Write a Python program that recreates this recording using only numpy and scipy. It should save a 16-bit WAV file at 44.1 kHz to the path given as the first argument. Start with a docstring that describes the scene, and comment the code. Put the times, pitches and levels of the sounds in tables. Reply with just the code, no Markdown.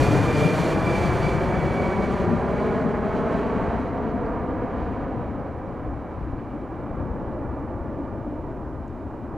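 """Under the approach to a runway, a twin-engine airliner has just passed low overhead and draws away.
Exhaust and airframe noise mix with their echo off the ground into a rising sweep, and the air dulls
them with distance while low booms roll in. The whine of the two fans falls as the plane moves off
(the Doppler shift), then creeps up again as the engines gain speed.
Close by there are two faint ticks and a steady microphone hiss."""
import sys
import numpy as np
from scipy import signal
from scipy.fft import rfft, irfft, next_fast_len
from scipy.io import wavfile

SR = 44100
rng = np.random.default_rng(int(sys.argv[2]) if len(sys.argv) > 2 else 0)


def dump(signal):
    """Clip the signal to [-1, 1] and save it as 16-bit WAV at the path in sys.argv[1]."""
    limited = np.clip(np.atleast_2d(signal).T, -1, 1)
    pcm = np.round(limited * 32767).astype(np.int16)
    wavfile.write(sys.argv[1], SR, pcm)


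N = 413206
TIME = np.arange(N) / SR


def gain(db):
    """Turn decibels into a number to multiply by."""
    return 10 ** (np.asarray(db) / 20)


def curve(table, at=TIME):
    """Join the (time_s, value) rows of a table with straight lines."""
    return np.interp(at, *np.transpose(table))


def tone_gain(table, hz):
    """Join (pitch_hz, level_db) rows along a musical pitch scale and give the gain at hz."""
    pitch_hz, level_db = np.transpose(table)
    return gain(np.interp(np.log(hz + 1), np.log(pitch_hz), level_db))


def hump(x, centre, width):
    """A smooth hump of height 1."""
    return np.exp(-(2 * (x - centre) / width) ** 2)


def filtered(sound, gain_at):
    """Turn each frequency of a sound up or down by gain_at(hz)."""
    size = next_fast_len(N, real=True)
    hz = np.arange(size // 2 + 1) * SR / size
    return irfft(rfft(sound, size) * gain_at(hz), size)[:N]


def noise(gain_at):
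    """Noise of strength 1, its tone shaped by gain_at(hz)."""
    sound = filtered(rng.standard_normal(N), gain_at)
    return sound / np.std(sound)


def wobble(rate_hz):
    """A random drift of typical size 1 that changes up to about rate_hz times a second."""
    return noise(lambda hz: hump(hz, 0, 2 * rate_hz))


# Tone of the microphone hiss: pitch_hz, relative_db
MIC_HISS_TONE = [(100, -0.5), (3000, -0.5), (5500, -3), (9000, -9), (15000, -14)]
# The part of the hiss that differs between left and right, against the shared part: pitch_hz, relative_db
MIC_HISS_SIDE = [(4800, -24), (5800, -2), (12000, -1), (15000, -6)]


def microphone_hiss(level_db=-73):
    """Steady hiss, as mid (what left and right share) and side (how they differ)."""
    mid, side = (gain(level_db) * noise(lambda hz: tone_gain(MIC_HISS_TONE, hz)) for _ in range(2))
    return mid, filtered(side, lambda hz: tone_gain(MIC_HISS_SIDE, hz))


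# Faint ticks close by: start_s, pitch_hz, width_hz, decay_s, level_db
NEARBY_TICKS = [(4.260, 4750, 700, .01, -64), (8.880, 6500, 3000, .003, -62.5)]


def ticks():
    """Tiny bursts of bright noise that die at once."""
    sound = 0
    for start_s, pitch_hz, width_hz, decay_s, level_db in NEARBY_TICKS:
        fade = (TIME >= start_s) * np.exp(-np.abs(TIME - start_s) / decay_s)
        sound += gain(level_db) * fade * noise(lambda hz: hump(hz, pitch_hz, width_hz))
    return sound


def flight(at=TIME, overhead_s=-1.34, fly_own_height_s=4.43, mach=.204):
    """The plane's distance, counted in flying heights, and the Doppler factor that lowers its pitch."""
    along = (at - overhead_s) / fly_own_height_s
    distance = np.hypot(along, 1)
    return distance, 1 / (1 + mach * along / distance)


def treble_loss(distance, overhead_db=-2, far_extra_db=27.5):
    """Treble lost in the air, in dB per octave; it grows as the plane draws away."""
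    return overhead_db + far_extra_db * (1 - 1 / distance)


# How often blades pass in each fan, before the Doppler shift: idle_hz, rise_hz, middle_of_rise_s
FAN_SPEEDS = [(1262.6, 149.5, 5.82), (1283.2, 126.9, 5.61)]
# How much louder the lower fan is than the higher one: time_s, lead_db
LOWER_FAN_LEAD = [(0.1, -10), (0.33, 8), (0.47, -4), (0.85, -3), (1.05, 11), (1.28, 0), (1.6, 6), (2.2, 12),
                  (2.6, -1), (3.1, 8), (3.7, 5), (5, 2), (5.5, -2), (7, 9)]
# Tones at multiples of the blade rate, the second being the whine: multiple, relative_db
FAN_HARMONICS = [(1, -14), (2, 0), (3, -17.5), (4, -18.5)]
# Loudness of the whine before the loss with distance: time_s, level_db
WHINE_LEVELS = [(0, -42.5), (0.12, -39), (0.21, -46), (0.35, -37), (0.5, -39), (0.6, -45), (0.8, -43),
                (0.9, -38), (1.07, -40.5), (1.15, -48.5), (1.27, -35.5), (1.48, -49), (1.56, -42),
                (1.85, -43), (2.05, -47.5), (2.28, -55), (2.62, -49.5), (2.9, -58), (3.25, -53), (3.6, -56),
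                (4.05, -63), (4.95, -59.5), (5.45, -64.5), (6.5, -62), (6.85, -62), (7.4, -65), (8.6, -71),
                (9.37, -70)]


def fan_whine(speed_up_s=1.31, waver_hz=1.865, fade_db=3.5, lift_db=1.2, loss_per_doubling_db=4.5):
    """Two fans beat against each other; churning air fades each tone and blurs it into narrow noise."""
    distance, doppler = flight()
    doublings = np.log2(distance)
    loss_db = treble_loss(distance)
    scatter = gain(-17.5 + 21 * doublings)  # blurred against clean sound: grows with distance
    lead_db = curve(LOWER_FAN_LEAD)
    sound = 0
    for (idle_hz, rise_hz, middle_s), other_fan_db in zip(FAN_SPEEDS, (-lead_db, lead_db)):
        blade_hz = idle_hz + rise_hz / (1 + np.exp((middle_s - TIME) / speed_up_s))
        heard_hz = doppler * blade_hz + waver_hz * wobble(rate_hz=14)
        phase = 2 * np.pi * np.cumsum(heard_hz) / SR
        share = 1 / np.hypot(1, gain(other_fan_db))
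        eddy_a, eddy_b = wobble(rate_hz=55), wobble(rate_hz=55)
        for multiple, level_db in FAN_HARMONICS:
            # tones above the whine are blurred more, and distance takes them first
            octaves_above = np.log2(max(multiple / 2, 1))
            blur = scatter * gain(15 * octaves_above)
            sine = np.sin(multiple * phase)
            clean = np.sqrt(2) * sine * share * gain(fade_db * wobble(rate_hz=18))
            blurred = (eddy_a * sine + eddy_b * np.cos(multiple * phase)) / np.sqrt(2)
            tone = (clean + blur * blurred) / np.hypot(1, blur)
            sound += tone * gain(level_db - loss_db * octaves_above)
    return sound * gain(curve(WHINE_LEVELS) + lift_db - loss_per_doubling_db * doublings)


# Strength of the echo off the ground: time_s, strength_0_to_1
GROUND_BOUNCE = [(0, 0.52), (1.5, 0.48), (2.35, 0.72), (3.1, 0.65), (4.5, 0.43), (5.6, 0.26), (6.8, 0.17),
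                 (8, 0.42), (9.37, 0)]


def ground_echo(hz, time_s, distance, treble_hz=1700, fill_hz=72, uneven_db=.7, lag_wander=.006):
    """Gain at each pitch as the ground's echo adds to some pitches and cancels others."""
    # rough ground scatters the treble, and bass from all around fills the lowest dip more with distance
    echo = curve(GROUND_BOUNCE, time_s) * np.exp(-(hz / treble_hz) ** 2)
    echo = echo * hz / np.hypot(hz, fill_hz * distance)
    # the lag shrinks as the plane sinks to the horizon, so the sweep climbs
    lag_ms = 2.32 * np.exp(-time_s / 1.85) + 4.8 - .18 * time_s
    # uneven ground makes the echo come and go, and its lag wander
    level_drift, lag_drift = (np.interp(time_s, TIME, wobble(rate_hz=3)) for _ in range(2))
    echo = np.minimum(echo * gain(uneven_db * level_drift), .95)
    lag_ms = lag_ms * (1 + lag_wander * lag_drift)
    # bass comes back with its wave shifted, which lifts the lowest dips
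    bass_shift = .22 / (1 + (hz / 260) ** 2)
    return np.abs(1 + echo * np.exp(1j * (bass_shift - 2 * np.pi * hz * lag_ms / 1000)))


def air_dulling(hz, distance, knee_hz=1150, gentle_hz=6300, gentle_share=.4):
    """Gain at each pitch as air soaks up the treble above knee_hz, and more gently above gentle_hz."""
    octaves = np.log2(1 + (np.minimum(hz, gentle_hz) / knee_hz) ** 10) / 10
    octaves = octaves + gentle_share * np.log2(np.maximum(hz / gentle_hz, 1))
    return gain(-treble_loss(distance) * octaves)


# Tone of the jet noise close by: pitch_hz, relative_db
JET_TONE = [(20, -13.5), (35, -16.5), (60, 1), (150, 1.5), (300, 1.5), (500, -2.5), (1100, -8.5),
            (2000, -15.5), (3000, -24.5), (6000, -29.5), (9500, -36), (12000, -43), (13300, -47),
            (14200, -54), (15700, -59)]
# Humps and hollows in the turbine noise, before the Doppler shift: pitch_hz, width_hz, lift_db
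TURBINE_HUMPS = [(3500, 550, 2.8), (4170, 380, -3.2), (4560, 550, 3)]
# How far a hollow drone stands out of the roar: time_s, lift_db
DRONE_LIFT = [(0, -0.5), (1.8, -0.5), (3, 1), (5.1, 2.5), (5.75, -1.5), (6.3, 4.5), (6.7, 6), (7.2, 0.5),
              (8.4, 4.5), (9.37, 7)]


def engine_tone(hz, time_s, drone, deep_hz=55):
    """Gain at each pitch for the engines heard from behind: jet, turbine, deep rumble and drone."""
    distance, doppler = flight(time_s)
    turbine_db = sum(db * hump(hz / doppler, pitch, width) for pitch, width, db in TURBINE_HUMPS)
    # the deepest rumble beams backwards, so its share grows as the plane draws away
    deep_db = treble_loss(distance) / (1 + (hz / deep_hz) ** 4)
    drone_db = drone * curve(DRONE_LIFT, time_s)
    return tone_gain(JET_TONE, hz) * gain(turbine_db + deep_db + drone_db)


# Low booms: peak_s, length_s, pitch_hz, width_hz, lift_db, drone_lift_db
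LOW_BOOMS = [(0.43, .15, 160, 130, 5.5, -4.5), (2.3, .16, 130, 200, 4.5, 2),
             (2.857, 0.15, 210, 200, 4.5, -3.5), (4.135, 0.13, 180, 110, 2.5, -1),
             (5.918, .13, 70, 170, 9, 7), (6.3, 0.21, 75, 170, 10, 7.5), (6.555, 0.091, 90, 150, 5, 8.5),
             (6.82, .08, 64.6, 80, 4, -1), (7.03, 0.27, 69.6, 290, 7, 0.5), (7.502, 0.13, 70, 90, 3, 1),
             (7.9, .35, 180, 119, 2, 0.5)]


def booms(hz, time_s, drone):
    """Gain for booms rolling in from behind the plane; each swells at its pitch and stirs the drone."""
    swell_db = 0
    for peak_s, length_s, pitch_hz, width_hz, lift_db, drone_lift_db in LOW_BOOMS:
        peak_db = lift_db * hump(hz, pitch_hz, width_hz) + drone_lift_db * drone
        swell_db += hump(time_s, peak_s, length_s) * peak_db
    return gain(swell_db)


# Loudness of the four bands of jet noise, low to high, before the booms: time_s, level_db
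EXHAUST_RUMBLE = [(0, -20.5), (0.3, -28.5), (0.52, -32), (0.82, -32), (1.04, -27), (1.45, -29.5),
                  (1.95, -32), (2.28, -31), (2.68, -36), (3.4, -33), (3.9, -33.5), (5.2, -33.5),
                  (5.65, -35.5), (6.1, -39), (6.7, -38.5), (7.3, -34.5), (8.8, -35), (9.37, -38)]
EXHAUST_ROAR = [(0, -21.5), (0.25, -22.5), (0.42, -22.5), (0.85, -24), (1.6, -25), (3.5, -25.5),
                (3.88, -29), (4.2, -28), (5.2, -31.5), (5.75, -35.5), (6.15, -37), (6.75, -35), (7.0, -33),
                (7.5, -33), (8.45, -33.5), (8.8, -36.5), (9.37, -34.5)]
AIRFRAME_RUSH = [(0, -29.5), (1.3, -31), (2.4, -32.5), (3.68, -31.5), (3.9, -35.5), (4.75, -36), (5.5, -41),
                 (6.55, -43), (7.05, -41), (7.7, -41), (8.9, -45), (9.37, -43.5)]
ENGINE_HISS = [(0, -37.5), (0.09, -41.5), (0.17, -41.5), (0.22, -43.5), (0.325, -43.5), (0.355, -39.5),
               (0.39, -40.5), (0.47, -40), (0.52, -42.5), (0.6, -40.5), (0.71, -43), (0.76, -46.5),
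               (0.84, -46.5), (0.98, -42), (1.1, -46), (1.24, -44.5), (1.45, -49.5), (2.17, -50),
               (2.25, -53.5), (2.45, -54.5), (2.64, -51), (3.0, -56), (3.33, -52.5), (3.68, -54.5),
               (3.78, -56), (4.15, -60), (4.65, -63), (4.8, -59), (5.25, -63), (5.42, -66), (9.37, -70)]
# Where those bands begin and end: edge_hz
BAND_EDGES = [18, 130, 650, 2400, 17000]
# The part of the jet noise that differs between left and right, giving it width: pitch_hz, relative_db
JET_SIDE_TONE = [(30, -23.5), (130, -22.5), (190, -20.5), (290, -30), (460, -23), (600, -25.5), (1200, -26),
                 (1900, -26), (2700, -22), (3400, -23.5), (4800, -32.5), (6000, -32.5), (7700, -23),
                 (9500, -29), (14000, -23.5)]


def jet_noise(drone_hz=348, drone_width_hz=66, flutter_db=(.5, .5, .4, .9), frame=2048):
    """Churning exhaust and air rushing over the plane, heard in four bands; gives mid and side."""
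    # cut plain noise into short frames, so that its tone can change over time
    hz, time_s, white = signal.stft(rng.standard_normal((2, N)), SR, nperseg=frame)
    hz = hz[:, None]
    distance, doppler = flight(time_s)
    drone = hump(hz, drone_hz * doppler, drone_width_hz * distance)  # broadens with distance
    tone = engine_tone(hz, time_s, drone) * ground_echo(hz, time_s, distance) * air_dulling(hz, distance)
    swell = booms(hz, time_s, drone)
    band_levels = (EXHAUST_RUMBLE, EXHAUST_ROAR, AIRFRAME_RUSH, ENGINE_HISS)
    sound = 0
    for low_hz, high_hz, levels, depth_db in zip(BAND_EDGES, BAND_EDGES[1:], band_levels, flutter_db):
        band = tone / np.sqrt((1 + (low_hz / (hz + 1)) ** 20) * (1 + (hz / high_hz) ** 20))
        band = band / np.sqrt(np.mean(band ** 2, axis=0))  # same strength in every frame
        band_noise = signal.istft(white * band * swell, SR, nperseg=frame)[1][:, :N]
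        # swirls of air along the way make each band flutter
        sound += band_noise * gain(curve(levels) + depth_db * wobble(rate_hz=18))
    mid, side = sound
    return mid, filtered(side, lambda hz: tone_gain(JET_SIDE_TONE, hz))


# Peaks and dips added by the case around the microphones: pitch_hz, width_hz, lift_db
CASE_HUMPS = [(145, 60, -1.2), (410, 90, 1.2), (620, 110, -1), (500, 70, 1), (980, 130, 1.8), (1180, 80, 2),
              (1650, 250, 1), (2150, 220, -2), (2620, 260, -2), (4550, 400, .7), (5200, 700, -4),
              (5900, 600, .5), (8300, 900, -2.5), (11100, 800, -2.5), (11850, 550, 2)]
# How the two microphone openings differ in tone: pitch_hz, left_minus_right_db
OPENING_BALANCE = [(30, 1.3), (60, 2.6), (100, 5.3), (160, 7.8), (230, 5.3), (290, .7), (380, -.4),
                   (480, -3.6), (630, -2.8), (800, -4), (980, -4.1), (1200, -1.7), (1380, .7), (1950, 0),
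                   (2400, -2.5), (2750, -2.1), (2900, 1.1), (4000, 0)]


def scene():
    """The plane and the ticks as two closely spaced microphones hear them, over their own hiss."""
    def case_gain(hz):
        return gain(sum(db * hump(hz, pitch, width) for pitch, width, db in CASE_HUMPS))

    def side_share(hz):
        left_over_right = tone_gain(OPENING_BALANCE, hz)
        return (left_over_right - 1) / (left_over_right + 1)

    jet_mid, jet_side = jet_noise()
    plane = filtered(jet_mid + fan_whine(), case_gain)
    hiss_mid, hiss_side = microphone_hiss()
    mid = hiss_mid + ticks() + plane
    side = hiss_side + jet_side + filtered(mid, side_share)
    return np.array([mid + side, mid - side])


def record(dry):
    """A steep filter cuts off the highest treble."""
    top_hz = 15700
    return signal.sosfilt(signal.ellip(10, .1, 80, top_hz, fs=SR, output="sos"), dry)


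dry = scene()
out = record(dry)
dump(out)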